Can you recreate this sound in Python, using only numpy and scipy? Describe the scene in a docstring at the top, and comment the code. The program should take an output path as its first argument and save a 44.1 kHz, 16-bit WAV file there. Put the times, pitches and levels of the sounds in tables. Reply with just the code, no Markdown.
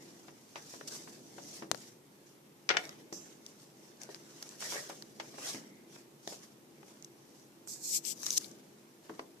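"""First a paper sheet slides softly over a table, above the low murmur of a quiet room.
More sheets rasp and hiss as their fibres catch, notebooks knock lightly and paper edges tick.
A stiff edge clicks right by the microphone, then something hard is set down with a double clack.
One knock leaves a thin ring, and one pull ends in a faint squeak. Near the end a page glides
through the fingers, bends and buckles in a quick cluster of snaps."""
import sys
import numpy as np
from scipy import signal
from scipy.fft import rfft, irfft, next_fast_len
from scipy.io import wavfile
from scipy.ndimage import uniform_filter1d, map_coordinates

SR = 44100
rng = np.random.default_rng(int(sys.argv[2]) if len(sys.argv) > 2 else 0)


def put_to_file(sound):
    """Save the sound as 16-bit audio at rate SR, in the file named by the first command-line argument."""
    columns = np.atleast_2d(sound).T  # one column per channel
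    safe = np.clip(columns, -1, 1)
    whole_steps = np.round(safe * 32767)
    wavfile.write(sys.argv[1], SR, whole_steps.astype(np.int16))


N = 414540
TIME = np.arange(N) / SR
SHORT = np.arange(SR // 4) / SR  # the time line of one short sound [s]


def amp(db):
    """Turn decibels into a number to multiply a sound by."""
    return 10 ** (np.asarray(db) / 20)


def unit(x):
    """Scale a signal so that its average power is 1."""
    return x / np.sqrt(np.mean(x ** 2) + 1e-20)


def norm(x):
    """Scale each channel so that its total energy is 1."""
    return x / np.linalg.norm(x, axis=-1, keepdims=True)


def along(points, hz):
    """Read between (frequency, value) points, with the octaves evenly spaced."""
    freqs, values = np.transpose(points)
    return np.interp(np.log(hz + 1), np.log(freqs + 1), values)


def panned(db):
    """Gains that make the left side db louder than the right, at the same total power."""
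    pair = np.array([amp(db / 2), amp(-db / 2)]).reshape(2, -1)
    return pair / np.sqrt(np.mean(pair ** 2, axis=0))


def filtered(x, response):
    """Turn each frequency of x up or down by response(frequency)."""
    n = x.shape[-1]
    padded = next_fast_len(n + SR // 4)
    return irfft(rfft(x, padded) * response(np.fft.rfftfreq(padded, 1 / SR)), padded)[..., :n]


def coloured(x, points):
    """Give x the tone of (frequency, level) points, without smearing it to before its start."""
    def response(hz):
        cepstrum = irfft(np.log(amp(along(points, hz))))
        half = len(cepstrum) // 2
        forward_only = np.r_[cepstrum[0], 2 * cepstrum[1:half], np.zeros(half)]
        return np.exp(rfft(forward_only))
    return filtered(x, response)


def resonances(peaks, hz):
    """Add up the power of (frequency, width, level) peaks: the pitches a thing likes to ring at."""
    return sum(amp(db) ** 2 / (1 + (2 * (hz - centre) / width) ** 2) for centre, width, db in peaks)


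# How alike left and right sound: (frequency [Hz], likeness [1 = same, 0 = unrelated])
LIKENESS = [(30, -0.56), (130, .9), (300, 0.87), (600, 0.33), (1200, -0.078), (4000, 0.04), (12000, 0.016)]

def stereo(x):
    """Blend two unrelated noises as the microphone's two sides hear them: alike in the bass only."""
    def blend(hz):
        angle = np.arccos(np.clip(along(LIKENESS, hz), -1, 1)) / 2
        return np.array([np.cos(angle), np.sin(angle)])
    middle, side = filtered(x, blend)
    return np.array([middle + side, middle - side])


def wobble(rate):
    """A smooth random curve that passes through rate new values a second."""
    return map_coordinates(rng.standard_normal(int(N * rate / SR) + 4), [TIME * rate])


def rush(tone, grain=0, catches_per_s=500, patchy_db=0):
    """Long stereo noise: grain adds tiny catches of fibres, patchy_db adds passing resonances."""
    catches = (rng.random(N) < catches_per_s / SR) * rng.random(N)
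    catch_decay = np.exp(-1 / (.0004 * SR))
    roughness = unit(signal.lfilter([1], [1, -catch_decay], catches))
    noise = rng.standard_normal((2, N)) + grain * roughness * rng.standard_normal((2, N))
    bands = signal.stft(noise, nperseg=512)[2]
    patches = uniform_filter1d(rng.standard_normal(bands.shape[1:]), size=3, axis=0)  # blur in pitch
    patches = uniform_filter1d(patches, size=9, axis=1)  # blur in time
    noise = signal.istft(bands * amp(patchy_db * unit(patches)), nperseg=512)[1][:, :N]
    return unit(filtered(stereo(noise), lambda hz: amp(along(tone, hz))))


def burst(fade_s, rise_s=1e-5):
    """A puff of stereo noise. Here and below, a fade is the time a sound takes to drop by 60 dB."""
    swell = 1 - np.exp(-(SHORT / rise_s) ** 2)
    decay = amp(-60 * SHORT / max(fade_s, 1e-3))
    return norm(rng.standard_normal((2, len(SHORT))) * swell * decay)


def add(track, start, sound):
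    """Mix a sound into the track, beginning at start seconds."""
    part = track[:, round(start * SR):][:, :sound.shape[1]]
    part += sound[:, :part.shape[1]]


def stroke(start, rise, hold, fall, rise_db=12, fall_db=13):
    """The loudness of one hand movement: it gathers speed, holds and dies away."""
    early = np.maximum(start + rise - TIME, 0) / max(rise, 1e-3)
    late = np.maximum(TIME - (start + rise + hold), 0) / max(fall, 1e-3)
    return amp(-np.minimum(rise_db * early + fall_db * late, 100))


def strokes(rows):
    """Rasp and hiss gains for a series of movements; overlapping ones add their power."""
    power = np.zeros((2, N))
    for *timing, rasp_db, hiss_db in rows:
        power += (amp([[rasp_db], [hiss_db]]) * stroke(*timing)) ** 2
    return np.sqrt(power)


# The lower, rough part of rubbing paper: (frequency [Hz], relative level [dB])
RASP_TONE = [(150, -28), (470, -0.5), (620, -1), (790, -5), (1120, -4.5), (1450, -5), (1780, -3),
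             (2150, -5), (2600, -7), (4000, -11), (6000, -23)]

def rubbing(gains, hiss_tone, rasp_db, hiss_db, grain, catches_per_s, judder_db, patchy_db):
    """Paper fibres catch and let go, while the flexing sheet shifts its resonances."""
    rasp_gain, hiss_gain = gains
    pressure = amp(judder_db * wobble(70))
    rasp = rasp_gain * amp(rasp_db) * rush(RASP_TONE, grain, catches_per_s, patchy_db)
    hiss = hiss_gain * amp(hiss_db) * rush(hiss_tone, grain, catches_per_s, patchy_db / 2)
    return pressure * (rasp + hiss)


# Sheet moving over sheet:
# (start [s], rise [s], hold [s], fall [s], relative rasp level [dB], relative hiss level [dB])
SHEET_STROKES = [(0.0, 0.0069, .05, 0.5, -62.5, -61), (0.52, .19, .04, 0.13, -60, -53),
                 (0.54, 0.026, 0.017, 0.063, -54, -63), (0.873, .003, .012, .008, -60, -44),
                 (0.885, 0.039, .025, 0.096, -52, -44.5), (1.05, .05, .05, 0.073, -64, -58),
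                 (1.22, 0.32, .04, 0.069, -59, -52), (1.74, 0.017, .12, 0.062, -63, -56),
                 (2.22, 0.074, .01, 0.077, -76, -65), (2.73, .06, 0.072, 0.15, -50.5, -58),
                 (3.12, 0.026, .17, .08, -61, -62.5), (3.44, .03, .02, .08, -68, -60),
                 (3.57, 0.043, .01, 0.075, -67, -59.5), (3.72, .14, 0.018, 0.079, -64, -63.5),
                 (3.99, 0.026, 0.0088, 0.099, -58, -56), (4.08, 0.027, 0.017, .15, -59, -59),
                 (4.15, 0.25, .13, .1, -58, -57.5), (4.59, 0.027, .11, .15, -48, -42.5),
                 (4.68, 0.049, 0.015, .11, -42.5, -44.5), (4.86, 0.035, .02, 0.23, -60, -56.5),
                 (5.13, 0.12, 0.045, .08, -60.5, -59), (5.34, 0.088, .12, 0.097, -48.5, -51),
                 (5.41, 0.085, 0.0056, 0.057, -51, -41), (5.9, 0.058, 0.0072, 0.065, -57, -56.5),
                 (6.26, 0.046, 0.02, 0.054, -55, -47), (6.4, 0.037, .005, 0.033, -55.5, -55.5),
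                 (6.82, 0.072, .01, 0.12, -63, -62.5), (7.24, .13, .02, 0.13, -75, -65),
                 (8.45, 0.046, .03, 0.28, -65, -66), (8.98, 0.087, 0.14, 0.091, -63, -66.5)]
# The hiss of those sheets: (frequency [Hz], relative level [dB])
SHEET_HISS_TONE = [(1800, -23), (3000, -13.5), (4400, -7.5), (5800, -1.5), (7500, -7), (9000, -11.5),
                   (12000, -16.5), (14500, -21)]

def sliding_sheets():
    """Sheets rub with each push of the hand; in between, the pile never lies quite still."""
    stirring = amp([[-71], [-73]]) * amp(1.5 * wobble(rate=6))  # faint rasp and hiss gains
    gains = np.hypot(strokes(SHEET_STROKES), stirring)
    return rubbing(gains, SHEET_HISS_TONE, rasp_db=-2, hiss_db=1,
                   grain=0.63, catches_per_s=1500, judder_db=1.37, patchy_db=4)


# The low murmur of the room and of handling: (time [s], relative level [dB])
MURMUR_LEVELS = [(0.0, -58.5), (0.52, -63), (0.94, -57.5), (1.75, -58), (2.02, -63), (2.67, -63.5),
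                 (2.88, -58), (3.61, -62), (5.58, -58), (6.1, -62), (7.59, -62), (8.46, -56.5),
                 (8.87, -63.5), (9.4, -63)]
# The tone of that murmur: (frequency [Hz], relative level [dB])
MURMUR_TONE = [(15, -56), (25, -32), (33, -69), (75, -27), (109, -10.5), (130, -5.5), (168, -5),
               (213, -4.5), (263, -0.5), (335, -1), (494, -7), (900, -17), (1170, -34), (1980, -120)]
# Low notes that the room strengthens: (frequency [Hz], width [Hz], relative level [dB])
ROOM_NOTES = [(144.6, 12.7, 5.5), (210, 16.6, 6.5), (338.5, 7.9, 5), (402, 62, -1)]
# Faint humming tones: (frequency [Hz], typical level [dB])
HUM_NOTES = [(141, -75), (337, -70.5)]
# The even background hiss: (frequency [Hz], relative level [dB])
AIR_TONE = [(290, -16.5), (500, -9.5), (666, -14), (827, -7), (1470, -13.5), (3740, -16.5), (5920, -19),
            (8600, -18.5), (13800, -18.5), (14800, -22), (15500, -56)]

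def background(murmur_boost_db=1.5, air_db=-66):
    """A low murmur that gathers at the room's own notes, a faint wavering hum and an even hiss."""
    murmur_db = np.interp(TIME, *np.transpose(MURMUR_LEVELS)) + murmur_boost_db
    murmur = unit(filtered(rush(MURMUR_TONE), lambda hz: np.sqrt(1 + resonances(ROOM_NOTES, hz))))
    hum = sum(amp(db + 3 * wobble(7.9)) * np.sin(2 * np.pi * hz * TIME + wobble(6))
              for hz, db in HUM_NOTES)
    return amp(murmur_db) * murmur + hum + amp(air_db) * rush(AIR_TONE)


# Light knocks on the table: (time [s], relative scuff level [dB], contact time [s],
# relative thud level [dB], thud pitch [Hz], scuff fade [s])
LIGHT_KNOCKS = [(0.281, -11.5, .0005, -12, 230, .065), (0.556, -4, 0.0004, -14, 410, 0.087),
                (0.737, -7, .00085, -12, 363, 0.062), (0.81, -5.5, 0.00073, -21, 317, 0.024),
                (1.074, -8.5, .0008, -17, 350, 0.061), (1.381, -4.5, .00083, -4.5, 324, .059),
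                (1.622, -3.5, .0007, -2, 330, .09), (3.125, -13, .0003, 0, 332, 0.023),
                (4.09, -19, 0.00048, -5.5, 453, .033), (4.623, -6, .00045, -24, 500, .046),
                (4.722, -4.5, 0.00046, -6.5, 543, .06), (4.74, -6, .0008, -8, 500, .05),
                (4.757, -6, .00053, -3, 463, 0.048), (4.897, -4.5, 0.00052, -5, 484, 0.12),
                (5.198, -1, 0.00036, -8, 480, 0.055), (5.341, -19, 0.00047, -11, 450, 0.03),
                (5.381, -8.5, .0007, -7.5, 384, 0.067), (5.545, -9.5, 0.00044, -0.5, 260, .08),
                (5.96, -15, 0.00071, -18, 298, .03), (6.275, -7.5, 0.00016, 2, 383, 0.0065),
                (6.324, -12, 0.00057, -7.5, 517, .035), (6.829, -15, 0.00071, -19, 350, 0.021),
                (9.095, -1, .0011, -3, 394, 0.045), (9.111, -10, .00125, -5.5, 322, 0.046),
                (9.193, 2, 0.00069, -5, 440, 0.026)]
# The scuff before the soft contact dulls it: (frequency [Hz], relative level [dB])
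SCUFF_TONE = [(150, -23.5), (600, -1.5), (1000, 1), (1400, -2.5), (2100, -1.5), (4000, -2), (6000, 3),
              (9500, -8.5), (15000, -13)]

def knocks(rise_s=0.0011):
    """A cushioned bump gives one low push, a shudder of the table top and a brief scuff of the pile."""
    out = np.zeros((2, N))
    push = 1. * (SHORT == 0)
    for start, scuff_db, contact_s, thud_db, hz, fade_s in LIGHT_KNOCKS:
        shudder = 1.15 * norm(stereo(burst(2 * fade_s, 2 * rise_s)))
        scuff = norm(stereo(burst(fade_s, rise_s) + 0.67 * burst(0.014, rise_s)))
        # where the table is hit sets the pitch of the thud
        thud_tone = [(hz / 6, -36), (hz / 2, -9), (hz, 2), (2 * hz, -10), (6 * hz, -50)]
        add(out, start, amp(thud_db) * coloured(push + shudder, thud_tone))
        # the longer the contact, the duller the scuff
        cushion = lambda f: 1 / (1 + 1j * np.sqrt(2) * f * contact_s - (f * contact_s) ** 2)
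        add(out, start, amp(scuff_db) * filtered(coloured(scuff, SCUFF_TONE), cushion))
    return out * panned(1.8)


# Paper edges ticking and buckling:
# (time [s], relative level [dB], pitch [Hz], relative level of the low part [dB], left over right [dB])
PAPER_SNAPS = [(0.8754, -34, 5950, -24, -6), (0.8837, -32, 6100, -22, 3), (1.7456, -26.5, 4300, 5.5, 17),
               (2.8529, -34.5, 5350, -13, 0.0), (2.8923, -32, 5390, -3, -1), (3.4633, -32.5, 5400, -32, 4),
               (4.016, -32, 6200, -12, 7), (4.0337, -32.5, 6150, -26, 7.0), (4.1455, -32, 5160, -10.5, 7),
               (4.426, -27.5, 5800, -13, -3), (4.491, -35, 6580, -26, 3), (4.6054, -33, 7250, -18, -8),
               (5.023, -32, 4700, -6, -1), (7.0244, -37, 6400, -46, -8), (7.0459, -33, 6300, -48, 2),
               (7.674, -33.5, 7610, -8.5, -7), (8.0511, -27, 5230, -17, 15), (8.2314, -26.5, 6150, -11, 14),
               (8.2646, -17.5, 5770, -21, 1), (8.305, -16, 6160, -33, 2), (8.307, -22, 6300, -35, 3),
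               (8.3584, -28, 6160, -36, -4), (8.3637, -28, 5800, -28, 10), (8.3704, -22, 6100, -43, 12),
               (8.3752, -14, 6050, -44, 13), (8.3787, -12.5, 6650, -32, 6), (8.4441, -33, 4450, -19, 19),
               (8.5131, -41, 6330, -29, 15)]
# The bright part of a snap: (frequency [times the snap's pitch], relative level [dB])
SNAP_TONE = [(.55, -14.5), (.8, -8.5), (1, 1.5), (1.25, -9.5), (1.6, -20.5), (2.5, -21.5)]

def paper_snaps(boost_db=12):
    """Paper pops into a new shape in a millisecond, at a pitch of its own, and flutters afterwards."""
    out = np.zeros((2, N))
    for start, db, hz, low_db, pan_db in PAPER_SNAPS:
        crack = burst(0.004, rise_s=0.00096)
        flutter = 0.27 * burst(0.013, rise_s=0.0036)
        low_tone = [(100, low_db - 24), (500, low_db - 2), (0.33 * hz, low_db)]
        high_tone = [(multiple * hz, level) for multiple, level in SNAP_TONE]
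        snap = norm(coloured(crack + flutter, low_tone + high_tone))
        add(out, start, amp(db + boost_db) * panned(pan_db) * snap)
    return out


# One sharp click on the left and its rebounds: (time [s], level [dB], left over right [dB])
CLICK_HITS = [(1.715, -0.5, 21), (1.7151, -18, 17), (1.718, -20, 8)]
# The tone of the click: (frequency [Hz], relative level [dB])
CLICK_TONE = [(60, -20), (200, -1), (900, 4), (2500, -4), (4300, 1.5), (6500, 3), (9000, -6.5),
              (15000, -19)]

def edge_click(thump_db=-16):
    """A stiff edge snaps right by the microphone and thumps the hand-held camera that carries it."""
    out = np.zeros((2, N))
    spike = -1. * (SHORT == 0)
    for start, db, pan_db in CLICK_HITS:
        crack = spike + 0.48 * burst(0.016)
        add(out, start, amp(db) * panned(pan_db) * norm(coloured(crack, CLICK_TONE)))
    thump_tone = [(40, -31), (110, -5), (220, 0), (600, -9), (1500, -27), (5000, -52)]
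    thump = coloured(stereo(burst(0.16)), thump_tone)
    add(out, CLICK_HITS[0][0], amp(thump_db) * norm(thump))
    return out


# A hard thing meeting the table: (time [s], level [dB], rattle fade [s], brightness [dB per octave])
CLACK_HITS = [(2.6900, 1.5, 0.02, 4), (2.7011, 0, 0.015, -1.5), (2.7050, 0, 0.073, -2),
              (2.737, -12, 0.067, -5), (2.746, -10, 0.16, -6), (2.7680, 1.5, 0.019, 2)]
# The notes that ring at each hit: (frequency [Hz], relative level [dB], fade [s])
CLACK_NOTES = [(480, -7, 0.077), (740, -6, 0.12), (1386, -10, 0.099), (1430, -4, 0.094), (1720, -9, 0.083),
               (1947, 3, 0.08), (2125, -2, 0.057), (2340, 2, 0.065), (2700, -21, 0.044), (2990, 0, 0.05),
               (3520, -3, 0.045), (5990, -1, 0.022)]
# The rattle of each hit: (frequency [Hz], relative level [dB])
RATTLE_TONE = [(60, -42), (230, -18), (380, -8), (1000, -5), (1450, -1.5), (2400, -1.5), (3800, -8.5),
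               (5800, -11), (7500, -25), (9600, -42), (15000, -62)]

def double_clack(ring_db=-6.5, rise_s=0.0014):
    """Something hard is set down: each hit rattles and rings the same notes at new strengths."""
    out = np.zeros((2, N))
    hz, note_db, note_fade_s = np.transpose(CLACK_NOTES)[:, :, None]
    swell = 1 - np.exp(-SHORT / rise_s)
    for start, db, fade_s, brightness in CLACK_HITS:
        phase = 2 * np.pi * rng.random((2, len(hz), 1))
        decay = amp(note_db + rng.normal(0, 1.2, hz.shape) - 60 * SHORT / note_fade_s)
        notes = decay * np.sin(2 * np.pi * hz * SHORT + phase)
        ring = norm(notes.sum(axis=1) * swell)
        tone = [(f, level + brightness * np.log2(f / 2000)) for f, level in RATTLE_TONE]
        rattle = norm(coloured(stereo(burst(fade_s, rise_s)), tone))
        add(out, start, amp(db) * (rattle + amp(ring_db) * ring))
    return out * panned(4.7)


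# The high notes of a thin ring: (frequency [Hz], width [Hz], relative level [dB], fade [s])
RING_NOTES = [(5500, 1000, -0.5, 0.32), (6150, 210, -1, 0.6), (7320, 710, -3.5, 0.67),
              (9550, 400, -15, 0.49), (12000, 700, -13, 0.46)]

def thin_ring(start=3.126, db=-15):
    """After one knock a few fuzzy high notes hang on, like those of a notebook's wire binding."""
    out = np.zeros((2, N))
    for hz, width, note_db, fade_s in RING_NOTES:
        note = filtered(burst(fade_s), lambda f: resonances([(hz, width, 0)], f))
        add(out, start, amp(db + note_db) * norm(note))
    return out * panned(-4)


def squeak(peak_s=5.72, spread_s=0.15, hz=2060, db=-69):
    """A faint, narrow rubbing tone trails a long pull of a sheet."""
    swell = np.exp(-((TIME - peak_s) / spread_s) ** 2)
    return amp(db) * swell * rush([(0.67 * hz, -35), (hz, 0), (1.6 * hz, -35)])


# A page moving through the fingers: (start [s], rise [s], hold [s], fall [s],
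# relative rasp level [dB], hiss level [dB], left over right [dB])
GLIDE_STROKES = [(7.676, 0.0082, 0.052, 0.049, -76, -43.5, -4), (7.818, 0.026, 0.05, 0.037, -72, -42, -5),
                 (7.902, 0.044, .028, 0.014, -49, -29.5, 6), (8.042, 0.015, .066, .012, -51, -36.5, 13)]
# A bright paper hiss, with a narrow gap near 2640 Hz that is not the page's own:
# (frequency [Hz], relative level [dB])
BRIGHT_HISS_TONE = [(1470, -51), (2500, -18), (2640, -45), (2910, -29), (4230, -9.5), (5660, -2), (7980, 0),
                    (9510, -13), (12200, -9.5), (14300, -13), (14900, -21), (15500, -78)]

def gliding_page():
    """A smooth page hisses as it is drawn through the fingers, passing from right to left."""
    hiss = rush(BRIGHT_HISS_TONE, grain=0.45, catches_per_s=2000, patchy_db=1.8)
    rasp = amp(-1) * rush([(1300, -26), (2250, -2), (3500, 3), (5000, -16)])
    return sum(stroke(*timing) * panned(pan_db) * (amp(hiss_db) * hiss + amp(rasp_db) * rasp)
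               for *timing, rasp_db, hiss_db, pan_db in GLIDE_STROKES)


# The page being bent:
# (start [s], rise [s], hold [s], fall [s], relative rasp level [dB], relative hiss level [dB])
BEND_STROKES = [(8.195, 0.062, 0.036, .03, -54, -36.5), (8.312, 0.0075, .025, 0.014, -56, -32),
                (8.356, 0.017, 0.008, .002, -51, -25.5), (8.39, .02, 0.037, 0.05, -56.5, -43.5)]
# The hiss heard as the page bends: (frequency [Hz], relative level [dB])
BEND_HISS_TONE = [(1470, -46), (2500, -22), (4400, -10), (4860, -2.5), (5320, -5), (5920, -0.5), (7220, -5),
                  (8550, -10.5), (13900, -14.5), (14800, -17), (15500, -35)]

def bending_page():
    """The page rubs in short, grainy strokes as it bends, a little to the left."""
    return panned(3.8) * rubbing(strokes(BEND_STROKES), BEND_HISS_TONE, rasp_db=1, hiss_db=-3.5,
                                 grain=1, catches_per_s=1400, judder_db=-0.8, patchy_db=5.5)


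# How long the room's echo lasts: (frequency [Hz], fade [s])
ECHO_FADES = [(150, 0.67), (1000, 0.17), (6000, 0.13), (14000, 0.2)]

def room_echo(x):
    """The echo of a furnished room: each frequency dies away at its own speed."""
    hz, t, bands = signal.stft(rng.standard_normal((2, SR // 2)), SR, nperseg=256)
    decay = amp(-60 * t / along(ECHO_FADES, hz)[:, None])
    tail = signal.istft(bands * decay, SR, nperseg=256)[1]
    tail = np.pad(norm(stereo(tail)), ((0, 0), (SR // 200, 0)))  # arrives 5 ms late
    mono = x.sum(axis=0, keepdims=True) / np.sqrt(2)
    return signal.fftconvolve(mono, tail, axes=1)[:, :N]


def scene():
    """Mix it all: sounds near the microphone have almost no echo, hits on the table have more."""
    sheets = sliding_sheets()
    near = bending_page() + gliding_page() + paper_snaps() + edge_click()
    table = knocks() + double_clack()
    echo = room_echo(amp(-23) * near + amp(-10.5) * table)
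    return sheets + near + table + echo + thin_ring() + squeak() + background()


def record(dry):
    """Cut away the very highest treble."""
    top_hz = 14500
    return filtered(dry, lambda hz: 1 / np.sqrt(1 + (hz / top_hz) ** 200))


dry = scene()
out = record(dry)
put_to_file(out)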